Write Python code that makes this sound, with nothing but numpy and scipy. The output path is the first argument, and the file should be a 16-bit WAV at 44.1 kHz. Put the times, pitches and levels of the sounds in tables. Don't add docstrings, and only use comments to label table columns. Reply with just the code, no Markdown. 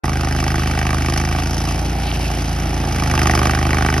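import sys
import numpy as np
from scipy import signal
from scipy.fft import rfft, irfft, next_fast_len
from scipy.io import wavfile

SR = 44100
rng = np.random.default_rng(int(sys.argv[2]) if len(sys.argv) > 2 else 0)


def master(y):
    cut = np.clip(np.atleast_2d(y).T, -1, 1)
    pcm = np.round(cut * 32767)
    wavfile.write(sys.argv[1], SR, pcm.astype(np.int16))


N = 176400
T = np.arange(N) / SR
SIZE = next_fast_len(N + SR // 2)
HZ = np.arange(SIZE // 2 + 1) * SR / SIZE

# time in seconds, cycles per second (each cylinder fires once a cycle).
ENGINE_SPEED = [(0.0, 26.142), (0.4, 25.899), (0.7, 25.723), (1.1, 25.919), (1.3, 26.932), (1.55, 27.751),
                (1.8, 28.821), (2.0, 29.251), (2.25, 28.066), (2.55, 28.104), (2.8, 27.806), (3.0, 26.615),
                (3.15, 25.337), (3.35, 25.042), (3.6, 25.475), (4.0, 25.759)]
# time in seconds, load from 0 (free) to 1 (full).
ENGINE_LOAD = [(0, 0.62), (.45, 0.68), (.9, 0.74), (1.36, 0.61), (1.5, 0.44), (1.95, 0.12), (2.3, 0.18),
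               (2.72, 0.18), (2.95, 0.47), (3.12, 0.87), (3.25, 0.92), (3.42, 0.98), (3.56, 0.83),
               (4, 0.93)]
# time in seconds, dB above a normal firing.
SET_FIRINGS = [(.043, 4), (.428, 0), (.815, 2), (.932, 4), (1.008, 1.5), (1.2, 3.5), (3.138, 1),
               (3.217, 4.5), (3.297, 4.5), (3.353, 2.5), (3.457, 5.5), (3.731, 4.5), (3.887, 2),
               (3.965, -4)]
# multiple of engine speed, dB running free, dB at full load.
THROB_TONES = [(2, -21.5, -28), (3, -28.5, -18.5), (5, -31.5, -23), (6, -32.5, -28.5), (7, -43.5, -34.5),
               (8, -40, -31.5), (10, -38, -32), (11, -42.5, -34), (12, -44, -50.5), (13, -43, -31),
               (14, -62, -34), (15, -81, -41.5), (16, -87, -32)]
# frequency in Hz, relative dB.
CRACK_COLOUR = [(200, -13), (500, -12), (760, -1.5), (980, 2), (1200, 10), (1480, 5.5), (1920, 4.5),
                (2700, -2), (3700, -16), (6000, -22), (14000, -29)]
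THUD_COLOUR = [(200, -16), (500, -16), (700, 0.5), (880, 4.5), (1000, -9), (1180, -2), (1600, -20),
               (4000, -69)]
HISS_COLOUR = [(1000, -4.5), (2800, 3), (4000, -3.5), (4650, 5), (4980, 6.5), (5250, 8.5), (5600, 7),
               (6200, 8), (8000, -10), (11000, -0.5), (13000, -14.5), (15800, -42)]
GROWL_COLOUR = [(70, -17), (105, 15), (170, -8.5), (330, 12.5), (480, -4.5), (620, -2), (790, 7.5),
                (1000, -6.5), (2000, -26), (5000, -59)]
# time in seconds, added level in dB.
HISS_SWELLS = [(0, -1), (.5, 1.5), (.9, -1), (1.15, 5.5), (1.35, -1.5), (1.52, 6.5), (1.72, 3.5),
               (1.95, -3), (2.25, 2), (2.8, 0), (3, 4), (3.4, 6), (3.6, 0.5)]
# time in seconds, pitch as a multiple of engine speed, level in dB.
WHEEL_HUM = [(1.0, 4.33, -47), (1.7, 4.36, -35), (2.72, 4.33, -35), (2.92, 4.22, -28), (3.15, 3.95, -31),
             (3.45, 3.6, -48)]
# time in seconds, level in dB.
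CHIP_LEVEL = [(0, -48), (.5, -36), (.85, -38), (1.15, -39), (1.35, -37), (1.52, -43), (1.95, -37),
              (2.25, -34.5), (2.8, -43), (3.05, -54), (3.4, -43), (3.6, -39)]
# start in seconds, level in dB.
GUARD_TICKS = [(0.054, -22), (1.177, -25), (2.23, -31), (3.193, -23)]
# time of the peak in seconds, level in dB, fade time in seconds.
TOOTH_RASPS = [(2.075, -31, 0.032), (2.116, -23, 0.0023)]
# frequency in Hz, relative dB.
CHIP_COLOUR = [(500, -4), (1800, 9.5), (2800, 19), (3600, 9.5), (5300, 11.5), (8000, -1), (11500, 2),
               (15800, -23)]
RASP_COLOUR = [(800, 5), (2000, 9), (3400, 10), (4600, 7), (6500, -31), (14000, -34)]
FAN_COLOUR = [(25, -7), (60, 7), (100, 0), (160, 9), (350, 2.5), (500, 3), (780, 8.5), (1020, -4),
              (1300, -1), (2000, -4.5), (2900, -6), (4000, -12.5), (5200, -12), (8000, -23), (11500, -18),
              (15800, -42)]
# time in seconds, level in dB.
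FAN_LEVEL = [(0, -29.5), (2.5, -29), (2.95, -26.5), (3.38, -24), (3.6, -27)]
# frequency in Hz, left level minus right level in dB.
STEREO_BALANCE = [(200, 0), (430, .5), (580, -8), (720, -4), (940, -2), (1080, -11), (1300, -13),
                  (1420, -4), (1570, -9), (1800, -1.5), (2700, .5), (3600, -2), (3950, .5), (4300, -6),
                  (5000, 0), (15000, 0)]
# frequency in Hz, how far the left wave is ahead in radians.
STEREO_PHASE = [(60, 0), (330, -.1), (440, -.45), (560, -1.1), (750, 0), (1050, -.8), (1400, .7),
                (1750, .5), (2050, 1.1), (2300, .4), (2600, 1.2), (3000, .5), (3500, 1.1), (3900, .4),
                (4400, 1.1), (4900, .4), (6000, 1.8), (7000, 2.85), (9700, 6.2), (11300, 6.4), (12700, 9.1),
                (15500, 9.3)]

FIRST_FIRING_S, SECOND_CYLINDER = .0422, 270 / 720


def firings(cycle, jitter_s=.00012, spread_db=1.4):
    due = np.add.outer(np.arange(int(cycle[-1]) + 1), [0, SECOND_CYLINDER]).ravel()
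    chance = rng.standard_normal((len(due), 2))
    times = np.interp(due, cycle, T) + jitter_s * chance[:, 0]
    db = spread_db * np.clip(chance[:, 1], -2, 1.5)
    for when, extra_db in SET_FIRINGS:
        db[np.argmin(abs(times - when))] = extra_db
    cylinder = np.arange(len(times)) % 2
    heard = due < cycle[-1]
    return times[heard], cylinder[heard], curve(ENGINE_LOAD, times)[heard], db[heard]


def exhaust_throb(cycle, muffler_lag_hz=93.5, delay_s=.00068, waver=.016):
    throb, speed, load = 0, curve(ENGINE_SPEED), curve(ENGINE_LOAD)
    for multiple, free_db, loaded_db in THROB_TONES:
        hz = multiple * speed
        pair_phase = np.angle(1 + np.exp(-2j * np.pi * multiple * SECOND_CYLINDER))
        turns = multiple * cycle + muffler_lag_hz / hz - delay_s * hz
        gain = from_db(free_db + (loaded_db - free_db) * load) * (1 + waver * multiple * drift(3.3))
        throb = throb + np.sqrt(2) * gain * np.cos(2 * np.pi * turns + pair_phase)
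    return throb


def exhaust_barks(times, cylinder, load, db, lead_s=.0006, sweep_cycles=1.15):
    crack = from_db(-27) * puffs(times - lead_s, db + 22 * load, CRACK_COLOUR)
    thud = from_db(-31) * puffs(times - lead_s, db + 14 * load - 7.5 * cylinder, THUD_COLOUR)
    sweep = np.exp(-2j * np.pi * sweep_cycles * np.log1p(HZ / 200))
    return filtered(crack + thud, sweep)


def puffs(times, db, spectrum, size=512, roughness=.24, decay_s=.0013):
    shapes = roughness * np.exp(-T[:size] / decay_s) * rng.standard_normal((len(times), size))
    shapes[:, 0] += 1
    weight = from_db(curve(spectrum, np.fft.rfftfreq(size, 1 / SR)))
    gains = from_db(db) / np.linalg.norm(rfft(shapes) * weight, axis=1)
    train = np.zeros(N + size)
    for start, shape, gain in zip((np.maximum(times, 0) * SR).astype(int), shapes, gains):
        train[start:start + size] += gain * shape
    return colour(train, spectrum)


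def valve_hiss(times, cylinder, load, db, lead_s=.0026, ring_width_hz=54):
    flicker_db = .5 * rng.standard_normal(len(times))
    load_db = np.where(cylinder == 0, -2, 8) * load
    level = db + curve(HISS_SWELLS, times) + flicker_db + load_db
    bursts = fade(clicks(times - lead_s, level), decay_s=.0057)
    bursts = fade(bursts, decay_s=.001)
    rings = sum(1.03 / (1 + 2j * (HZ - hz) / ring_width_hz) for hz in (5020, 5540, 5830))
    return from_db(-32.5) * colour(filtered(bursts * air(), 1 + rings), HISS_COLOUR)


def muffler_growl(times, cylinder, load, db):
    bursts = fade(clicks(times, db / 2 + 1.5 * load - 5 * cylinder), decay_s=.0059)
    return from_db(-34.5) * colour(bursts * air(), GROWL_COLOUR)


def wheel_hum(octave_db=-10):
    times, ratio, db = np.transpose(WHEEL_HUM)
    turns = np.cumsum(curve(ENGINE_SPEED) * np.interp(T, times, ratio)) / SR
    hum = np.sin(2 * np.pi * turns) + from_db(octave_db) * np.sin(4 * np.pi * turns)
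    return np.sqrt(2) * from_db(np.interp(T, times, db) + drift(10)) * hum


def chip_patter(chips_per_s=6000, spread_db=.5, flicker_db=3.5):
    sizes = from_db(spread_db * np.minimum(rng.exponential(1, N), 5)) * air()
    hits = rng.random(N) < chips_per_s / SR
    return colour(sizes * hits, CHIP_COLOUR) * from_db(curve(CHIP_LEVEL) + flicker_db * drift(25))


def guard_ticks(low_hz=7300, high_hz=12100):
    band = HZ / np.hypot(HZ, low_hz) / (1 + (HZ / high_hz) ** 8)
    bursts = fade(clicks(*np.transpose(GUARD_TICKS)), decay_s=.00096)
    return bursts * unit_power(filtered(air(), band))


def tooth_rasps():
    swells = sum(from_db(db) * np.exp(-((T - peak) / width) ** 2) for peak, db, width in TOOTH_RASPS)
    return swells * colour(air(), RASP_COLOUR)


def fan_rush():
    return from_db(curve(FAN_LEVEL)) * colour(air(), FAN_COLOUR)


def yard_echoes(x, ground_s=.002623, dull_hz=5400, scatter_start_s=.0013, die_away_s=.076):
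    bounce = from_db(-8) * np.exp(-2j * np.pi * HZ * ground_s) / (1 + (HZ / dull_hz) ** 4)
    near = unit_power(filtered(x, 1 + bounce)) * x.std()
    tail = from_db(-60 * np.minimum(T / die_away_s, 5)) * (T > scatter_start_s)
    scatter = unit_power(rng.standard_normal((2, N)) * tail)
    return near + from_db(-15.5) * filtered(x, rfft(scatter, SIZE) / np.sqrt(N))


def air(unlike_from_hz=350):
    each_side = filtered(rng.standard_normal((2, N)), HZ / np.hypot(HZ, unlike_from_hz))
    return rng.standard_normal(N) + from_db(-8) * each_side


def from_db(db):
    return 10 ** (np.asarray(db) / 20)


def unit_power(x):
    return x / np.sqrt(np.mean(x ** 2) + 1e-20)


def curve(rows, at=T):
    return np.interp(at, *np.transpose(rows))


def over_hz(rows):
    hz, value = np.transpose(rows)
    return np.interp(np.log(HZ + 1), np.log(hz), value)


def filtered(x, response):
    return irfft(rfft(x, SIZE) * response, SIZE)[..., :N]


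def colour(x, spectrum):
    cepstrum = irfft(np.log(from_db(over_hz(spectrum))), SIZE)
    cepstrum[1:SIZE // 2] *= 2
    cepstrum[SIZE // 2 + 1:] = 0
    return unit_power(filtered(x, np.exp(rfft(cepstrum))))


def drift(rate):
    knots = rng.standard_normal(2048)
    hz = np.arange(len(knots) // 2 + 1) * SR / N
    slow = irfft(rfft(knots) / (1 + (hz / rate) ** 4))
    return np.interp(T, np.linspace(0, T[-1], len(slow)), unit_power(slow))


def fade(x, decay_s):
    return signal.lfilter([1], [1, -np.exp(-1 / (decay_s * SR))], x + 1e-18)


def clicks(times, db):
    train, inside = np.zeros(N), (times >= 0) & (times < T[-1])
    train[(times[inside] * SR).astype(int)] = from_db(db[inside])
    return train


def scene():
    cycle = np.cumsum(curve(ENGINE_SPEED)) / SR
    cycle -= np.interp(FIRST_FIRING_S, T, cycle)
    fired = firings(cycle)
    deep = exhaust_throb(cycle) + wheel_hum() + muffler_growl(*fired)
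    sharp = exhaust_barks(*fired) + valve_hiss(*fired) + chip_patter() + guard_ticks() + tooth_rasps()
    return deep + yard_echoes(sharp) + fan_rush()


def record(dry, start_s=.036, top_hz=16500):
    opening = np.clip((T - start_s) / .00067, 0, 1)
    sides = np.array([[1], [-1]]) / 2
    gain = from_db(sides * over_hz(STEREO_BALANCE))
    gain /= np.sqrt(np.mean(gain ** 2, axis=0))
    stereo = filtered(dry * opening, gain * np.exp(1j * sides * over_hz(STEREO_PHASE)))
    low_pass = signal.cheby2(16, 70, top_hz, fs=SR, output="sos")
    return signal.sosfilt(low_pass, np.clip(stereo, -.95, .95))


dry = scene()
out = record(dry)
master(out)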